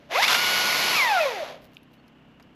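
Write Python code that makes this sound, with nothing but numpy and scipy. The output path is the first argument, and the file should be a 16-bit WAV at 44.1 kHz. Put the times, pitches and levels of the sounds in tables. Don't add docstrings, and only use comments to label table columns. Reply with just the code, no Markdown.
import sys
import numpy as np
from scipy import signal
from scipy.fft import rfft, irfft
from scipy.io import wavfile

SR = 44100
rng = np.random.default_rng(int(sys.argv[2]) if len(sys.argv) > 2 else 0)


def bounce(signal):
    frames = np.transpose(np.atleast_2d(signal))
    limited = np.clip(frames, -1, 1)
    pcm = np.round(limited * 32767).astype(np.int16)
    wavfile.write(sys.argv[1], SR, pcm)


N = 112454
TIME, FREQ = np.arange(N) / SR, np.fft.rfftfreq(N, 1 / SR)
FULL_LINK_HZ = 1353

# time_s, level_db
RATTLE_LEVEL = [(.09, -62), (.112, -35.5), (.155, -26), (.27, -26.5), (.36, -24), (.97, -23.5), (1.12, -30),
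                (1.23, -30), (1.29, -33.5), (1.51, -43), (1.76, -88)]
# freq_hz, gain_db
BITE_COLOUR = [(100, -27.5), (1300, 6), (2700, 3), (3600, 2.5), (5500, -2), (8800, -20), (11800, -10),
               (14500, -39)]


def amp(db):
    return 10 ** (np.asarray(db) / 20)


def unit(x):
    return x / np.sqrt(np.mean(x ** 2) + 1e-20)


def curve(rows, column=1):
    rows = np.array(rows)
    return np.interp(TIME, rows[:, 0], rows[:, column])


def spectrum(points):
    hz, db = np.transpose(points)
    return amp(np.interp(np.log(FREQ + 1), np.log(hz), db))


def resonance(hz, width_hz):
    return abs(1 / (1 + 2j * (FREQ - hz) / width_hz))


def colour(x, gain):
    return irfft(rfft(x) * unit(gain), N)


def wander(rate_hz):
    return unit(irfft(rfft(rng.standard_normal(N)) * np.exp(-(FREQ / rate_hz) ** 2), N))


def noise():
    return rng.standard_normal((2, N))


def impacts(per_s, spread_db):
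    size = amp(spread_db * np.minimum(rng.exponential(1, N), 4))
    hits = rng.random(N) < per_s / SR
    return unit(size * hits * rng.choice([-1., 1.], (2, N)))


def burst(start_s, db, decay_s):
    return noise() * amp(db) * (TIME >= start_s) * np.exp(-np.maximum(TIME - start_s, 0) / decay_s)


def chain_rattle(link_hz, links):
    # freq_hz, gain_db
    fast = [(100, -30), (400, -9), (1020, 1), (1400, -6), (1800, -3.5), (2250, 4), (2600, -3), (4400, -3),
            (6500, -10), (8600, -24.5), (11900, -9), (14400, -38)]
    # freq_hz, gain_db
    slow = [(220, -35.5), (430, -10.5), (600, 4.5), (1300, 2), (3300, -.5), (6500, -14), (8300, -31),
            (11800, -20), (14500, -43)]
    link_depth, clank_share = .12, .4
    scrape = unit(noise() * (1 + link_depth * (np.cos(2 * np.pi * links) + 2 * np.cos(np.pi * links))))
    clanks = impacts(per_s=2500, spread_db=2)
    drive = (np.sqrt(1 - clank_share) * scrape + np.sqrt(clank_share) * clanks) * amp(curve(RATTLE_LEVEL))
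    pace = np.clip(link_hz / FULL_LINK_HZ, 0, 1)
    return pace * colour(drive, spectrum(fast)) + (1 - pace) * colour(drive, spectrum(slow))


def sprocket_whine(link_hz, links):
    # time_s, link_tone_db, octave_db
    tone_levels = [(.1, -59, -55), (.157, -30.5, -23), (.19, -23.5, -32), (.225, -26, -20.5),
                   (.245, -42, -26.5), (.33, -38.5, -39), (.39, -31, -33), (.58, -33, -33),
                   (.68, -31.5, -43), (.93, -34.5, -34), (1, -29.5, -21), (1.06, -28.5, -25),
                   (1.11, -21.5, -33.5), (1.19, -24.5, -25.5), (1.225, -22.5, -56), (1.26, -23, -34),
                   (1.29, -33.5, -39), (1.435, -49.5, -31), (1.45, -78, -72)]
    # link_rate_multiple, relative_db
    partial_levels = [(3, -5), (3.5, -12.5), (4, -4.5), (5, -8.5), (6, -11.5), (7, -14)]
    # freq_hz, gain_db
    bar_modes = [(2080, 0.5), (2540, 2.5), (3560, -2), (4330, -6), (5130, -1)]
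    flutter_hz, radiate_hz, stall_hz = 55, 340, 280
    slack = 1 - np.clip(link_hz / FULL_LINK_HZ, 0, 1)
    loose = .5 + slack
    phase = 2 * np.pi * (links + .035 * slack * wander(flutter_hz))
    tones, partials = np.zeros((2, N))
    for k in (1, 2):
        tones += amp(curve(tone_levels, column=k) + 1.58 * loose * wander(flutter_hz)) * np.sin(k * phase)
    tones = irfft(rfft(tones) / (1 + (radiate_hz / (FREQ + 1)) ** 10), N)
    for k, db in partial_levels:
        partials += amp(db + 2.5 * loose * wander(flutter_hz)) * np.sin(k * phase + .3 * wander(20))
    partials *= amp(curve(RATTLE_LEVEL) - 4 + 8 * slack)
    bar = np.sqrt(sum((amp(db) * resonance(hz, width_hz=200)) ** 2 for hz, db in bar_modes))
    stall_fade = np.clip(2 * link_hz / stall_hz - 1, 0, 1)
    return np.sqrt(2) * (tones + irfft(rfft(partials) * bar, N)) * stall_fade


def bites():
    # start_s, length_s, level_db
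    cuts = [(0.22, 0.028, -23.5), (.278, 0.058, -21), (0.343, 0.012, -20)]
    edge_s = .0025
    force = np.zeros(N)
    for start_s, length_s, db in cuts:
        inside_s = np.minimum(TIME - start_s, start_s + length_s - TIME)
        force += amp(db) * np.clip(inside_s / edge_s + .5, 0, 1)
    chips = unit(impacts(per_s=3500, spread_db=3.5) + .5 * noise())
    return colour(force * chips, spectrum(BITE_COLOUR))


def snags():
    # start_s, level_db
    catches = [(.2255, -17.5), (.2305, -13), (.2405, -18), (.249, -13.5), (.283, -14), (.3315, -17),
               (.354, -20.5)]
    ring_hz, ring_decay_s = 3590, .003
    out = np.zeros((2, N))
    for start_s, db in catches:
        age_s = np.maximum(TIME - start_s, 0)
        ring = np.sin(2 * np.pi * ring_hz * age_s) * np.exp(-age_s / ring_decay_s)
        crack = colour(burst(start_s, db, decay_s=.0015), spectrum(BITE_COLOUR))
        out += crack + amp(db - 1.5) * ring
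    return out


def housing(link_hz):
    slow_link_hz = 260
    knocking = noise() * amp(curve(RATTLE_LEVEL) + 5) * np.exp(-(link_hz / slow_link_hz) ** 2)
    return colour(knocking, resonance(610, width_hz=220) ** 2)


def fan(link_hz):
    centre_hz = 227
    rush = noise() * amp(-44.5) * np.clip(link_hz / FULL_LINK_HZ, 0, 1) ** 7.7
    return colour(rush, np.exp(-np.log2((FREQ + 1) / centre_hz) ** 2 / 2))


def twigs():
    # start_s, level_db, decay_s, pitch_hz
    snaps = [(1.748, -59, 0.0042, 6000), (1.769, -36.5, 0.0016, 3000), (1.831, -63, 0.0048, 4440),
             (2.08, -60.5, 0.0036, 4960), (2.426, -56.5, 0.0034, 4720)]
    width_oct, fizz_hz, fizz_db = .42, 11560, -64
    splash = amp(-25) / (1 + (FREQ / fizz_hz) ** 4)
    fizz = np.exp(-((FREQ - fizz_hz) / 1600) ** 2)
    out = np.zeros((2, N))
    for start_s, db, decay_s, pitch_hz in snaps:
        peak = np.exp(-(np.log2((FREQ + 1) / pitch_hz) / width_oct) ** 2)
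        out += colour(burst(start_s, db, decay_s), peak + splash)
        out += colour(burst(start_s, fizz_db, decay_s), fizz)
    return out


def knocks():
    # start_s, level_db
    blows = [(2.398, -48), (2.405, -55.5)]
    # freq_hz, gain_db
    wood_colour = [(200, -17), (650, 2), (2000, 2), (9000, -27)]
    return colour(sum(burst(start_s, db, decay_s=.007) for start_s, db in blows), spectrum(wood_colour))


def leaves():
    # middle_s, length_s, level_db
    rustles = [(1.641, .05, -59.5), (1.752, .055, -62), (1.939, .04, -63)]
    # freq_hz, gain_db
    leaf_colour = [(1000, -5.5), (4000, 2), (8000, -15), (12500, -6)]
    press = sum(amp(db) * np.exp(-(2 * (TIME - mid_s) / length_s) ** 2) for mid_s, length_s, db in rustles)
    return colour(press * impacts(per_s=500, spread_db=3.5), spectrum(leaf_colour))


def tree_echo(x):
    echo_db, t60_s, delay_s, cutoff_hz = -22, .56, .02, 4000
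    tail = (rng.standard_normal(N) + .1 * noise()) * amp(-60 * TIME / t60_s) * (TIME > delay_s)
    tail = colour(tail / np.linalg.norm(tail[0]), 1 / (1 + (FREQ / cutoff_hz) ** 2))
    return amp(echo_db) * signal.fftconvolve(x, tail[:, :SR], axes=1)[:, :N]


def tractor():
    # cycle_rate_multiple, level_db
    orders = [(2, -74), (4, -66.5), (5, -65), (6, -70), (7, -64), (8, -62.5), (9, -67), (10, -68)]
    # freq_hz, gain_db
    air_colour = [(25, -10.5), (200, -1), (430, -5.5), (1000, -11), (3100, -18), (3900, -26.5), (8800, -43)]
    cycle_hz, throb_depth = 31.94, .13
    cycles = cycle_hz * TIME
    hum = sum(amp(db + wander(10)) * np.sin(2 * np.pi * (k * cycles + rng.random())) for k, db in orders)
    hiss = noise() * (1 + throb_depth * np.cos(2 * np.pi * cycles)) * amp(.5 * wander(10))
    air = amp(-57.5) * colour(hiss, spectrum(air_colour))
    ring = amp(-70) * colour(noise(), resonance(2850, width_hz=360) ** 2)
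    return np.sqrt(2) * hum + stereo_ports(air + ring)


def chirp():
    middle_s, length_s, pitch_hz, level_db = 1.995, .027, 4360, -68
    swell = amp(level_db) * np.exp(-(2 * (TIME - middle_s) / length_s) ** 2)
    return swell * np.sin(2 * np.pi * pitch_hz * TIME + wander(20))


def stereo_ports(pair):
    # freq_hz, gain_db
    difference = [(200, -18), (1500, -48.5), (5000, -33.5), (12000, -7)]
    apart = spectrum(difference)
    mid, side = rfft(pair) / np.sqrt(1 + apart ** 2)
    side *= apart
    lean_db = 1.6 / (1 + (9000 / (FREQ + 1)) ** 10)
    return irfft(np.array([(mid + side) * amp(-lean_db), (mid - side) * amp(lean_db)]), N)


def scene():
    # time_s, link_hz
    chain_speed = [(.1, 156), (.16, 530), (.275, 1374), (.3, 1420), (.36, 1398), (.425, 1460), (.57, 1460),
                   (.82, 1450), (.925, 1476), (1.02, 1062), (1.1, 868), (1.2, 663), (1.3, 486), (1.44, 277),
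                   (1.62, 2.5)]
    link_hz = curve(chain_speed) * (1 + .00205 * wander(20))
    links = np.cumsum(link_hz) / SR
    saw = chain_rattle(link_hz, links) + housing(link_hz) + fan(link_hz) + bites() + snags()
    near = sprocket_whine(link_hz, links) + stereo_ports(saw + twigs() + leaves() + knocks())
    return near + tree_echo(near) + tractor() + chirp()


def record(dry):
    notch_hz, notch_width_hz, cutoff_hz = 9080, 300, 15300
    notch = 1 - np.exp(-abs((FREQ - notch_hz) / notch_width_hz) ** 1.3)
    lowpass = signal.firwin(511, cutoff_hz, window=("kaiser", 9), fs=SR)
    return signal.oaconvolve(irfft(rfft(dry) * notch, N), lowpass[None], "same")


dry = scene()
out = record(dry)
bounce(out)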